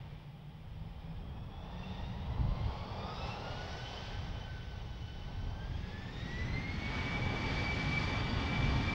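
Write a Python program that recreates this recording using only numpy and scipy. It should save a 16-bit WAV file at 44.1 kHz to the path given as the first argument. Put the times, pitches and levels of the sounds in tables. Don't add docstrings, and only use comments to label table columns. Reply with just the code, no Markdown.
import sys
import numpy as np
from scipy import signal
from scipy.fft import rfft, irfft, next_fast_len
from scipy.io import wavfile
from scipy.ndimage import uniform_filter1d

SR = 44100
rng = np.random.default_rng(int(sys.argv[2]) if len(sys.argv) > 2 else 0)


def digitize_waveform(pressure):
    field = np.atleast_2d(pressure).T
    bounded = np.clip(field, -1, 1)
    quanta = np.round(bounded * 32767).astype(np.int16)
    wavfile.write(sys.argv[1], SR, quanta)


N = 394254
TIME = np.arange(N) / SR
ROLL_START_S, ROLL_DB_PER_S = 6.5, 2.5
ROLL_DB = ROLL_DB_PER_S * np.maximum(TIME - ROLL_START_S, 0)


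def from_db(db):
    return 10 ** (np.asarray(db) / 20)


def rms_one(x):
    return x / np.sqrt(np.mean(np.abs(x) ** 2) + 1e-20)


def curve(points, x):
    return np.interp(x, *np.transpose(points))


def swells(rows):
    return sum(db * (.5 + .5 * np.cos(np.pi * np.clip((TIME - centre_s) / width_s, -1, 1)))
               for centre_s, width_s, db in rows)


def follow(leader_db, mean_db, share):
    return mean_db + share * (leader_db - leader_db.mean())


def noise(spectrum):
    hz, db = np.transpose(spectrum)
    size = next_fast_len(N)
    log_hz = np.log(np.maximum(np.fft.rfftfreq(size, 1 / SR), 1))
    shape = from_db(np.interp(log_hz, np.log(hz), db, left=-np.inf, right=-np.inf))
    return rms_one(irfft(rfft(rng.standard_normal(size)) * shape, size)[:N])


def blend(idle, takeoff, full):
    return np.sqrt(1 - full) * noise(idle) + np.sqrt(full) * noise(takeoff)


def drift(rate_hz):
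    hop, settle = 40, 2000
    pole = np.exp(-2 * np.pi * hop * rate_hz / SR)
    white = rng.standard_normal(N // hop + settle + 2)
    slow = signal.lfilter([1], [1, -2 * pole, pole * pole], white)[settle:]
    return np.interp(np.arange(N) / hop, np.arange(len(slow)), rms_one(slow))


def tone(cycles, scatter, width_hz):
    angle = (2 * np.pi * (cycles % 1)).astype(np.float32)
    in_phase = np.sqrt(2 * (1 - scatter)) + np.sqrt(scatter) * drift(width_hz)
    quadrature = np.sqrt(scatter) * drift(width_hz)
    return in_phase * np.cos(angle) + quadrature * np.sin(angle)


# time_s, speed_hz (turns a second)
SHAFT = [(0, 21.95), (1.05, 22.61), (2.16, 26.51), (2.76, 30.44), (3.55, 40.47), (4, 42.88), (5.12, 41.64),
         (5.54, 42.66), (6.01, 48.52), (6.85, 62.45), (7.19, 63.73), (7.84, 64.03), (8.94, 64.86)]
def shaft_speed(inertia_s=.31):
    return uniform_filter1d(curve(SHAFT, TIME), size=int(inertia_s * SR), mode="nearest")


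# time_s, level_db
INTAKE_LEVEL = [(0.0, -73.5), (0.57, -77), (1.59, -72), (1.89, -65.5), (2.34, -69.5), (3.29, -59.5),
                (3.93, -59.5), (4.33, -64.5), (5.08, -66.5), (6.0, -66), (6.4, -61), (6.87, -59),
                (7.09, -56), (7.92, -52.5), (8.34, -56), (8.94, -54.5)]
# centre_s, width_s, gain_db
INTAKE_SURGES = [(1.9, .25, 1.5), (2.58, 0.11, 1.5), (3.27, .16, 3), (3.75, .15, 2.5), (8.03, 0.22, 1.5)]
def intake_level():
    return curve(INTAKE_LEVEL, TIME) + swells(INTAKE_SURGES)


SPEED_STEPS = [22, 24.5, 29, 35, 42, 53, 64]
BLADE_TONE = [0.5, -1, 6.5, 1.5, 1, 7, 12]
BLADE_OCTAVE = [-10, -1, 0, -0.5, 1.5, 3, -7.5]
# centre_s, width_s, gain_db
TONE_SWELLS = [(3.05, 0.14, 6.5), (3.35, .12, -1), (3.92, 0.19, -5.5), (4.55, 0.18, 6), (6, 0.13, 4),
               (6.55, 0.3, 7), (6.8, 0.18, -3), (7.1, .35, 2.5), (7.8, 0.15, -2), (8.05, 0.28, 1.5),
               (8.33, 0.2, -7), (8.76, 0.16, -5)]
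def fans(speed, turns, full, blades=36):
    intake_db, swell_db = intake_level(), swells(TONE_SWELLS)
    tone_db = intake_db + np.interp(speed, SPEED_STEPS, BLADE_TONE) + swell_db
    octave_db = intake_db + np.interp(speed, SPEED_STEPS, BLADE_OCTAVE) - 0.51 * swell_db + ROLL_DB
    lag = .005 * (1 - full) + .001
    near = blades * turns
    far = near - blades * np.cumsum(speed * lag) / SR
    far_gain = from_db(-5 * full)
    fundamental = tone(near, scatter=0.42, width_hz=17.4)
    fundamental += from_db(-3) * far_gain * tone(far, scatter=0.9, width_hz=46)
    octave = tone(2 * near, scatter=0.53, width_hz=18.6)
    octave += far_gain * tone(2 * far, scatter=0.94, width_hz=88)
    fundamental *= from_db(tone_db - 1.5 + 1.9 * drift(20))
    octave *= from_db(octave_db - 3 + 2.1 * drift(10))
    return fundamental + octave


# speed_hz, gain_db
SMEAR = [(22, -5), (35, 1), (42, -15.5), (64, -12)]
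def overtones(table, speed, turns, scatter, width_hz):
    smear = from_db(curve(SMEAR, speed))
    out = 0
    for multiple, *levels_db in table:
        cycles = round(multiple) * turns
        line = tone(cycles, scatter, width_hz) * from_db(2 * drift(11) - 2.5)
        skirt = smear * tone(cycles, scatter=0.91, width_hz=130)
        out = out + from_db(np.interp(speed, SPEED_STEPS, levels_db)) * (line + skirt)
    return out


# shaft_multiple (rounded in use), gain_db at each speed step
FAN_OVERTONES = [(106.9, -2, -2, -2.5, -3.5, -9, -7, -22.5), (144.6, -5, -9, -10, -10, -15.5, -29, -46.5)]
BOOSTER_TONES = [(91.9, -21, -16, -22, -18, -6, -32, -33), (100.5, -27, -11, -16, -4.5, -13, -13, -23),
                 (130, -10, -16, -16, -15, -11, -29, -43), (137.2, -5, 1.5, -9, -8.5, -14, -22, -36.5),
                 (142, -16, 2.5, -10, -6, -19, -45, -47), (159, -18, -16, -7, -16, -24.5, -43, -55)]
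# speed_hz, level_db
CORE_WHINE = [(22, -97), (22.7, -86), (25, -83), (27, -93), (35, -110)]
def whines(speed, turns, core_multiple=228.5):
    fan = overtones(FAN_OVERTONES, speed, turns, scatter=0.99, width_hz=45)
    booster = overtones(BOOSTER_TONES, speed, turns, scatter=.8, width_hz=18)
    core_db = curve(CORE_WHINE, speed) + 3 * drift(4)
    core = from_db(core_db) * tone(core_multiple * turns, scatter=.95, width_hz=45)
    return from_db(intake_level() + 0.35) * (fan + booster) + core


# time_s, level_db
ROAR_LEVEL = [(0.0, -65), (0.05, -63), (0.67, -64.5), (1.82, -54.5), (2.31, -53), (3.39, -46),
              (4.68, -58.5), (5.2, -58), (5.52, -55), (6.03, -56.5), (6.45, -51), (6.72, -52),
              (7.32, -45.5), (8.94, -45.5)]
# frequency_hz, relative_db
RUMBLE_IDLE = [(60, -17), (115, 6), (150, 1.5), (195, -2), (240, -6), (320, -11.5), (500, -16.5)]
RUMBLE_FULL = [(35, -3.5), (70, 7.5), (105, 4), (140, 6), (180, 0), (270, 0.5), (340, -15), (500, -31)]
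ROAR_IDLE = [(200, -21.5), (330, -9), (450, -0.5), (600, -0.5), (720, -1), (830, 3.5), (950, -3),
             (1150, -5.5), (1400, -11.5), (2000, -32), (3000, -49)]
ROAR_FULL = [(200, -9), (330, 4.5), (450, 3), (600, 1), (720, 0.5), (830, 4), (950, 0), (1150, -2),
             (1400, -13.5), (2000, -19), (3000, -52.5)]
def exhaust(speed, full, thrust_db=9, spool_up_db=4):
    spool_up = np.maximum(np.gradient(speed, TIME), 0) / 16.6
    roar_db = curve(ROAR_LEVEL, TIME)
    rumble_db = follow(roar_db, mean_db=-53.5, share=0.44) + thrust_db * full + ROLL_DB
    rumble_db += spool_up_db * spool_up
    rumble = from_db(rumble_db) * blend(RUMBLE_IDLE, RUMBLE_FULL, full)
    roar = from_db(roar_db + 0.68 + 0.97 * drift(4.2)) * blend(ROAR_IDLE, ROAR_FULL, full)
    return rumble + roar


# frequency_hz, relative_db
RUSH = [(800, -14.5), (1250, -2.5), (1550, 0.5), (2000, 3), (2400, -0.5), (2700, -8.5), (3400, -20.5),
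        (4500, -43.5)]
RASP = [(1900, -25.5), (2350, -5), (2700, 0.5), (3100, 0), (3500, 1.5), (3900, -4.5), (4300, -14),
        (5000, -22.5), (6500, -50)]
HISS_IDLE = [(3400, -22), (4200, -0.5), (4700, 2), (5500, -1.5), (6000, -8.5), (6500, -18), (7200, -19.5),
             (8300, -26.5), (10000, -36)]
HISS_FULL = [(3400, -23), (4200, 2), (4700, -0.5), (5500, -3), (6200, -9), (7000, -18), (8300, -24),
             (10000, -36.5), (12000, -50)]
def intake(full):
    hiss_db = intake_level()
    rush_db = follow(hiss_db, mean_db=-61, share=0.66) + 7 * full + 0.32 * swells(TONE_SWELLS)
    rasp_db = follow(hiss_db, mean_db=-60, share=0.73) + 3 * full ** 4
    rush = from_db(rush_db + 0.28 * drift(4.3)) * noise(RUSH)
    rasp = from_db(rasp_db + 0.56 * drift(5)) * noise(RASP)
    hiss = from_db(hiss_db - 1.8 + .5 * drift(14)) * blend(HISS_IDLE, HISS_FULL, full)
    flutter = from_db(1.26 * drift(1.2))
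    return flutter * (rush + rasp + hiss)


# speed_hz, level_db
DRONE_LEVEL = [(22.2, -50), (22.6, -54.5), (25.5, -50.5), (37, -54), (42, -61), (48, -53.5), (63, -68.5)]
def combustor_drone(speed, idle_hz=143.8, top_hz=185.4):
    idle_speed_hz, rise_speed_hz = 22, 1.4
    pitch_hz = top_hz - (top_hz - idle_hz) * np.exp((idle_speed_hz - speed) / rise_speed_hz)
    band = tone(np.cumsum(pitch_hz) / SR, scatter=0.96, width_hz=11.2)
    return from_db(curve(DRONE_LEVEL, speed)) * band


# frequency_hz, relative_db
WIND_SPECTRUM = [(10, -15), (25, -1), (45, 0.5), (75, 1), (115, -2), (150, -7), (200, -16.5), (280, -21),
                 (500, -43.5), (1000, -65.5)]
# centre_s, width_s, gain_db
LULL = [(.4, 0.42, -12)]
GUSTS = [(1.35, 0.33, 3.5), (2.15, 0.36, 4), (2.46, 0.21, 15.5), (2.66, 0.082, 13.5), (4.3, 0.25, 6),
         (5.46, 0.23, 5), (5.73, 0.14, 3.5), (6.5, 0.17, 6), (7.22, 0.12, 6.5), (8.69, 0.16, 11)]
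def wind(breeze_db=-46.2, rise_db_per_s=0.42):
    level_db = breeze_db + rise_db_per_s * TIME + swells(LULL) + swells(GUSTS)
    return from_db(level_db + 0.71 * drift(5.4)) * noise(WIND_SPECTRUM)


# speed_hz, level_db
HOWL_LEVEL = [(32, -77), (42, -65.5), (50, -59), (58, -59), (63, -69)]
def combustor_howl(speed, full, half_hz=392.7, full_hz=430.4):
    pitch_hz = half_hz + (full_hz - half_hz) * full
    band = tone(np.cumsum(pitch_hz) / SR, scatter=0.96, width_hz=47)
    return from_db(curve(HOWL_LEVEL, speed)) * band


# shaft_multiple, level_db before the onset gain
BUZZ_HARMONICS = [(11, -57), (13, -56), (14, -52.5), (16, -57), (17, -55.5), (18, -56), (19, -54),
                  (20, -57), (21, -55), (22, -64), (23, -56), (25, -61), (29, -59.5), (30, -66),
                  (31, -59.5), (38, -60.5), (45, -58), (47, -58), (50, -68), (52, -65.5), (53, -59.5),
                  (55, -60.5), (56, -61.5)]
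# speed_hz, gain_db
BUZZ_ONSET = [(57, -40), (62.8, -7), (64, -6), (64.5, -2.5)]
def tip_buzz(speed, turns):
    shocks = sum(from_db(db) * tone(multiple * turns, scatter=0.81, width_hz=3.7)
                 for multiple, db in BUZZ_HARMONICS)
    return from_db(curve(BUZZ_ONSET, speed)) * shocks


def scene():
    speed = shaft_speed()
    turns = np.cumsum(speed) / SR
    full = np.interp(speed, [42, 63], [0, 1])
    tones = fans(speed, turns, full) + whines(speed, turns) + tip_buzz(speed, turns)
    jets = exhaust(speed, full)
    combustors = combustor_drone(speed) + combustor_howl(speed, full)
    return (tones + jets + combustors + intake(full) + wind())[None]


def record(dry):
    whistle_hz, cutoff_hz = 15682, 15740
    hiss = from_db(-82) * rng.standard_normal(N)
    whistle = from_db(-91) * np.sqrt(2) * np.sin(2 * np.pi * whistle_hz * TIME)
    ease = np.minimum(np.minimum(TIME, TIME[::-1]) / .003, 1)
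    lowpass = signal.ellip(14, .1, 70, cutoff_hz, fs=SR, output="sos")
    return signal.sosfilt(lowpass, ease * (dry + hiss + whistle))


dry = scene()
out = record(dry)
digitize_waveform(out)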